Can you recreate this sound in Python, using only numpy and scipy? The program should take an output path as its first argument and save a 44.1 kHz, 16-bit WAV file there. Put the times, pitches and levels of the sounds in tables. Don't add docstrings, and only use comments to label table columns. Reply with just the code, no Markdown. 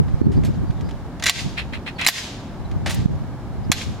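import sys
import numpy as np
from scipy import signal
from scipy.io import wavfile
from scipy.ndimage import uniform_filter1d

SR = 44100
rng = np.random.default_rng(int(sys.argv[2]) if len(sys.argv) > 2 else 0)


def waveform_to_disk(signal):
    frames = np.transpose(np.atleast_2d(signal))
    scaled = np.clip(frames, -1, 1) * 32767
    samples = np.round(scaled).astype(np.int16)
    wavfile.write(sys.argv[1], SR, samples)


N = 176400
T = np.arange(N) / SR
EDGES = np.geomspace(22, 17000, 24)
CENTRES = np.sqrt(EDGES[1:] * EDGES[:-1])
BANK = [signal.butter(2, edge, "band", fs=SR, output="sos") for edge in zip(EDGES, EDGES[1:])]
RIFLE_LIKENESS = 0.86
CHATTER_S = 0.00057


def from_db(db):
    return 10 ** (np.asarray(db) / 20)


def unit_rms(x):
    return x / np.sqrt(np.mean(x ** 2) + 1e-20)


def per_band(curve):
    hz, values = np.transpose(curve)
    return np.interp(np.log(CENTRES), np.log(hz), values)


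def drift(rate_hz):
    step, lead = 40, 2000
    pole = np.exp(-2 * np.pi * rate_hz * step / SR)
    slow = signal.lfilter([1], [1, -2 * pole, pole ** 2], rng.standard_normal(N // step + lead + 2))[lead:]
    return np.interp(np.arange(N) / step, np.arange(len(slow)), unit_rms(slow))


def add(out, start, sound):
    i = max(int(start * SR), 0)
    out[:, i:i + sound.shape[-1]] += sound[..., :N - i]


def noise_bands(size, likeness):
    lead = size // 40
    mid, side = rng.standard_normal((2, 2, 1, size + lead))
    bands = []
    for k, c in enumerate(np.clip(likeness, -.99, .99) * np.ones(len(BANK))):
        white = np.sqrt((1 + c) / 2) * mid[k % 2] + np.sqrt((1 - c) / 2) * side[k % 2] * [[1], [-1]]
        bands.append(signal.sosfilt(BANK[k], white)[:, lead:])
    return np.array(bands)


def colour(eq, tilt_db=0):
    gain = from_db(per_band(eq) + tilt_db * np.log2(CENTRES)) * np.minimum(CENTRES / eq[0][0], 1) ** 2
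    power = np.sum(gain ** 2 * np.diff(EDGES)) * 2 / SR
    return (gain / np.sqrt(power))[:, None, None]


def eq_noise(size, likeness, eq, tilt_db=0):
    return np.sum(noise_bands(size, likeness) * colour(eq, tilt_db), axis=0)


def decay(t, t60):
    return np.exp(-np.log(1000) * np.maximum(t, 0) / t60)


def ring(modes, t, scatter_db=1.5, detune=.002):
    hz, db, t60 = np.transpose(modes)[:, :, None]
    strength = from_db(db + scatter_db * rng.standard_normal(hz.shape)) * rng.choice([-1, 1], hz.shape)
    hz = hz * (1 + detune * rng.standard_normal(hz.shape))
    return np.sum(strength * np.sin(2 * np.pi * hz * t) * decay(t, t60), axis=0)


# frequency in Hz, EQ in dB.
RUMBLE_EQ = [(25, -16), (45, -2.5), (80, 0), (150, -1.5), (260, -4.5), (400, -13.5), (700, -45),
             (1500, -59)]
HISS_EQ = [(290, -11.5), (500, -2), (819, -2), (880, -9.5), (1180, -6.5), (2430, -21), (3920, -22.5),
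           (4470, -24), (16000, -41.5)]
# frequency in Hz, left-right likeness.
BED_LIKENESS = [(100, 1), (700, 0.94), (1300, 0.78), (2400, 0.25), (4500, 0), (9000, 0)]


def city_bed(rumble_db=-34.5, hiss_db=-42):
    rumble = from_db(rumble_db) * colour(RUMBLE_EQ) * (CENTRES < RUMBLE_EQ[-1][0])[:, None, None]
    hiss = from_db(hiss_db) * colour(HISS_EQ)
    return np.sum(noise_bands(N, per_band(BED_LIKENESS)) * np.hypot(rumble, hiss), axis=0)


# time in seconds, relative level in dB.
GUSTS = [(0, -13.5), (.17, -22.5), (.26, -12), (.68, -22), (.75, -28), (.8, -18.5), (.87, -20), (1.0, -33),
         (1.35, -36), (1.45, -21), (1.6, -33.5), (1.75, -29), (1.9, -48), (2.25, -55), (2.65, -29.5),
         (2.85, -20), (3.15, -20), (3.4, -31.5), (3.66, -22), (3.82, -36.5), (3.875, -21), (4, -35.5)]
# frequency in Hz, EQ in dB.
WIND_EQ = [(25, 4), (40, -11), (65, 9.5), (100, 3.5), (160, -0.5), (240, -14), (350, -24), (500, -55),
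           (900, -84)]
# centre in seconds, level on the right in dB, pitch in Hz.
BUFFETS = [(.144, -3, 97), (0.217, 1.5, 233), (.270, 3, 162), (.390, -3.5, 172), (0.702, -4, 121),
           (1.463, -10, 146), (3.06, 2.5, 155), (3.701, -2, 197)]


def wind(level_db=-2.5, brightening=0.43, buffet_cycles=0.46):
    gust_db = np.interp(T, *np.transpose(GUSTS))
    flutter_db = 3 * drift(21.4)
    force_db = gust_db - gust_db.mean() + flutter_db
    out = np.zeros((2, N))
    for hz, band in zip(CENTRES, noise_bands(N, likeness=-0.64) * colour(WIND_EQ)):
        if hz < WIND_EQ[-1][0]:
            out += band * from_db(brightening * np.log2(hz / 100) * force_db)
    out *= from_db(level_db + gust_db + flutter_db)
    t = T[:SR // 10] - 1 / 20
    for centre, db, hz in BUFFETS:
        thump = -from_db(db) * np.cos(2 * np.pi * hz * t) * np.exp(-(t * hz / buffet_cycles) ** 2)
        add(out, centre + t[0], thump * [[-0.37], [1]])
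    return out


# start and length in seconds, first and last pitch in Hz, level in dB.
CHIRPS = [(0.186, 0.11, 4360, 4430, -58), (0.347, 0.049, 4250, 4900, -50), (0.645, .09, 4670, 4450, -59),
          (0.728, 0.12, 3780, 3320, -57), (0.814, 0.11, 4800, 5100, -54), (1.948, 0.044, 4400, 4450, -48),
          (2.641, 0.031, 3920, 3920, -49), (3.63, .04, 4400, 5300, -53)]


def birds(waver_hz=170):
    out = np.zeros((2, N))
    for start, length, first_hz, last_hz, db in CHIRPS:
        size = int(length * SR)
        hz = np.linspace(first_hz, last_hz, size) + waver_hz * drift(116)[:size]
        add(out, start, from_db(db) * np.hanning(size) * np.sin(2 * np.pi * np.cumsum(hz) / SR))
    return out


# start in seconds, time until the fade in seconds, level in dB.
RASPS = [(1.567, 0.032, -24), (1.721, 0.027, -29), (1.857, 0.024, -26.5), (1.981, 0.062, -24)]
# frequency in Hz, EQ in dB.
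RASP_EQ = [(500, -22), (1200, -5), (1500, -5.5), (2100, 1.5), (2700, -5.5), (4100, -6.5), (5200, -26.5),
           (9000, -25), (15000, -45)]
# centre in Hz, width in Hz, gain in dB.
RASP_PEAKS = [(2000, 320, 0), (2550, 340, 4.5), (3140, 460, -4), (4126, 150, -2.5)]


def rasps(attack_s=0.015, t60=0.12, hiss_db=-5.5, peaks_db=-5, grain_db=2.5):
    hiss = eq_noise(N, likeness=0.22, eq=RASP_EQ)
    white = rng.standard_normal((2, N))
    peaks = envelope = 0
    for hz, width_hz, db in RASP_PEAKS:
        b, a = signal.iirpeak(hz, hz / width_hz, fs=SR)
        peaks += from_db(db) * signal.lfilter(b, a, signal.lfilter(b, a, white))
    for start, hold, db in RASPS:
        envelope += from_db(db) * np.clip((T - start) / attack_s, 0, 1) * decay(T - start - hold, t60)
    voice = from_db(hiss_db) * hiss + from_db(peaks_db) * unit_rms(peaks)
    return voice * envelope * from_db(grain_db * drift(280)) * from_db([[0], [1.5]])


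# delay in seconds, relative level in dB.
ECHO_SWELL = [(.008, 6.5), (0.029, -1.5), (.062, 2), (.082, -1), (0.1, 2), (.135, -7), (.18, -11.5)]
# frequency in Hz, EQ in dB.
WASH_EQ = [(400, -8), (1000, -9), (2100, 1), (3600, 4.5), (5000, 1), (7000, -1.5), (10000, -19.5),
           (13000, -16), (16000, -40)]
# frequency in Hz, T60 in seconds.
TAIL_T60 = [(500, 1.1), (3000, 0.82), (7000, 0.64), (14000, 0.21)]


def plaza_reverb(send, likeness=0.29, pitched_db=-5, dull_hz=5500):
    t, mono = T[:SR], send.mean(axis=0)
    delays, db = np.transpose(ECHO_SWELL)
    swell = from_db(np.interp(t, delays, db)) * (t > delays[0])
    tails = swell * decay(t - delays[-1], per_band(TAIL_T60)[:, None])
    tails /= np.linalg.norm(tails, axis=1, keepdims=True)
    step = 42
    power = step * uniform_filter1d(mono ** 2, step)[::step]
    envelope = np.sqrt(np.abs(signal.fftconvolve(power[None], tails[:, ::step] ** 2, axes=1)))
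    envelope = np.repeat(envelope, step, axis=1)[:, None, :N]
    wash = np.sum(noise_bands(N, likeness) * colour(WASH_EQ) * envelope, axis=0)
    dull_tails = tails / (1 + (CENTRES[:, None] / dull_hz) ** 2)
    response = np.sum(noise_bands(SR, likeness) * dull_tails[:, None], axis=0)
    pitched = signal.fftconvolve(mono[None], response, axes=1)[:, :N]
    return wash + from_db(pitched_db) * pitched


def far_wall(blows, delay_s=.095, level_db=-16.5, band_hz=(1480, 3000)):
    out = np.zeros((2, N))
    woody = signal.butter(1, band_hz, "band", fs=SR, output="sos")
    add(out, delay_s, from_db(level_db) * signal.sosfilt(woody, blows.mean(axis=0)))
    return out


# start in seconds, level in dB, T60 in seconds, tilt in dB per octave.
SLAPS = [(0.082, -33, 0.063, -3), (0.317, -42, 0.25, 3.5), (0.435, -32.5, 0.07, 0.5),
         (.449, -32.5, 0.12, 4.5), (0.706, -38, 0.049, 0.5), (.889, -39, 0.067, 2),
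         (2.8598, -21, 0.22, 1.5), (2.896, -26.5, 0.088, 7), (2.911, -28, 0.15, 6)]
# frequency in Hz, EQ in dB.
CLOTH_EQ = [(200, 3), (450, -1), (680, 8.5), (1100, -5), (2000, -1.5), (4000, -9.5), (8000, -21),
            (15000, -45)]


def glove_slaps(attack_s=0.0009):
    out, t = np.zeros((2, N)), T[:SR // 5]
    for start, db, t60, tilt_db in SLAPS:
        cloth = eq_noise(len(t), RIFLE_LIKENESS, CLOTH_EQ, tilt_db)
        add(out, start, from_db(db) * cloth * np.minimum(t / attack_s, 1) * decay(t, t60))
    return out


# start in seconds, level in dB.
SPRING_HITS = [(2.082, -12.5)]
TINKLE_HITS = [(.447, -43), (3.7172, -27)]
# pitch in Hz, level in dB, T60 in seconds.
SPRING_MODES = [(1900, -8, 0.087), (4835, 3, 0.097), (10700, -8, .07), (11700, -15, 0.19),
                (12195, 5, 0.066)]
TINKLE_MODES = [(4370, 1, 0.12), (7607, -2, .1), (11500, 0, 0.11)]


def small_parts():
    out, t = np.zeros((2, N)), T[:SR // 4]
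    for hits, modes in ((SPRING_HITS, SPRING_MODES), (TINKLE_HITS, TINKLE_MODES)):
        for start, db in hits:
            add(out, start, from_db(db) * np.minimum(t / CHATTER_S, 1) * ring(modes, t))
    return out


# start in seconds, levels of crack, receiver, stock and bolt in dB,
# the crack's tilt in dB per octave, attack in seconds.
CLACKS = [(.809, -40.5, -56, -49, -60, -2, 0.00031), (.910, -40.5, -53, -39, -52, -4, .0005),
          (1.1972, -34, -47, -44, -48, -3.5, 0.00035), (1.224, -21, -34, -38, -40, -3.5, 0.00066),
          (1.2363, -16, -11.5, -17, -27, 5, 0.0047), (1.2577, -21, -14, -22, -27, 2.5, 0.00078),
          (1.263, -11, -19.5, -20, -30, -3, .001), (1.267, -17, -11.5, -27, -31, 6, 0.00025),
          (1.278, -21, -13, -25, -28, -2, 0.0012), (1.285, -16, -16, -39, -31, -5.5, 0.0011),
          (1.296, -5.5, -7, -6, -9, 2.5, 0.00044), (2.0124, -19, -23, -32, -29, -7.5, 0.0015),
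          (2.046, -19, -30, -22, -39, -1, 0.0025), (2.0642, -10, -17, -19, -1, -6, 0.0014),
          (2.0722, -3, -21, -13, -13, 5, 0.00044), (2.081, -10.5, -3, -13.5, -11, -8.5, 0.001),
          (2.0863, -1.5, -6.5, -1.5, -13, -1, 0.00081), (2.093, -12.5, -25, -11, -40, 13, 0.001),
          (2.713, -38.5, -62, -41, -52, -4.5, 0.00034), (2.9062, -30, -22, -23, -36, 17, 0.0023),
          (2.943, -29, -38, -44, -33, 17, .003), (3.7171, -10, -11, -5.5, -8.5, 5, 0.00044),
          (3.7215, -16, -15.5, -9, -32, -3, 0.00041)]
# frequency in Hz, EQ in dB.
CRACK_EQ = [(200, -16), (480, -30), (700, -8), (1050, -9), (1900, 4), (4000, 4), (7000, -0.5), (10000, -12),
            (15500, -25.5)]
# pitch in Hz, level in dB, T60 in seconds.
RECEIVER_MODES = [(1560, -18.5, 0.12), (1732, -19, 0.062), (1900, -9.5, .05), (1977, -6.5, 0.061),
                  (2335, -16, 0.078), (2668, -17, 0.064), (2895, -19.5, 0.1), (3590, -7.5, 0.037),
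                  (3990, -8, 0.054), (4290, -18, .05), (5830, -9.5, 0.043), (7060, -4.5, 0.025),
                  (11100, -23, 0.089)]
STOCK_MODES = [(697, -12, 0.05), (780, -43, 0.0081), (1127, -7, 0.032), (1896, -8, 0.021),
               (2425, -20, 0.021), (3386, -4.5, 0.032)]
BOLT_MODES = [(2156, -4.5, 0.02), (2504, -6, 0.048), (3430, -20, 0.071), (4090, -6.5, 0.09),
              (7420, -4, 0.016), (9650, -13, 0.036), (10330, -16.5, 0.061), (12200, -16, 0.036)]


def rifle_clacks():
    out, t = np.zeros((2, N)), T[:SR // 12]
    crack_t60 = 0.046 * (CENTRES[:, None, None] / 3000) ** -.15
    fade = decay(t - CHATTER_S, crack_t60)
    for start, crack_db, receiver_db, stock_db, bolt_db, tilt_db, attack_s in CLACKS:
        bands = noise_bands(len(t), RIFLE_LIKENESS) * colour(CRACK_EQ, tilt_db)
        crack = from_db(crack_db) * np.sum(bands * fade, axis=0)
        receiver = from_db(receiver_db) * ring(RECEIVER_MODES, t)
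        stock = from_db(stock_db) * ring(STOCK_MODES, t)
        bolt = from_db(bolt_db) * ring(BOLT_MODES, t)
        add(out, start, np.minimum(t / attack_s, 1) * (crack + receiver + stock + bolt))
    return out


def scene():
    blows = rifle_clacks() + small_parts() + glove_slaps()
    aside = rasps() + birds()
    reverb_send = from_db(-11.5) * blows + from_db(-27) * aside
    echoes = plaza_reverb(reverb_send) + far_wall(blows)
    return blows * from_db([[-0.85], [0]]) + echoes + aside + wind() + city_bed()


def record(dry):
    threshold_db, attack_s, release_db_per_s, cutoff_hz = -3, 0.001, 81, 15900
    peak_db = 20 * np.log10(np.abs(dry).max(axis=0) + 1e-9)
    over_db = np.maximum(peak_db - threshold_db, 0)
    held_db = np.maximum.accumulate(over_db + release_db_per_s * T) - release_db_per_s * T
    pole = np.exp(-1 / (attack_s * SR))
    duck_db = signal.lfilter([1 - pole], [1, -pole], held_db)
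    limited = np.clip(dry * from_db(-duck_db), -1, 1)
    return signal.sosfilt(signal.ellip(10, .1, 80, cutoff_hz, fs=SR, output="sos"), limited)


dry = scene()
out = record(dry)
waveform_to_disk(out)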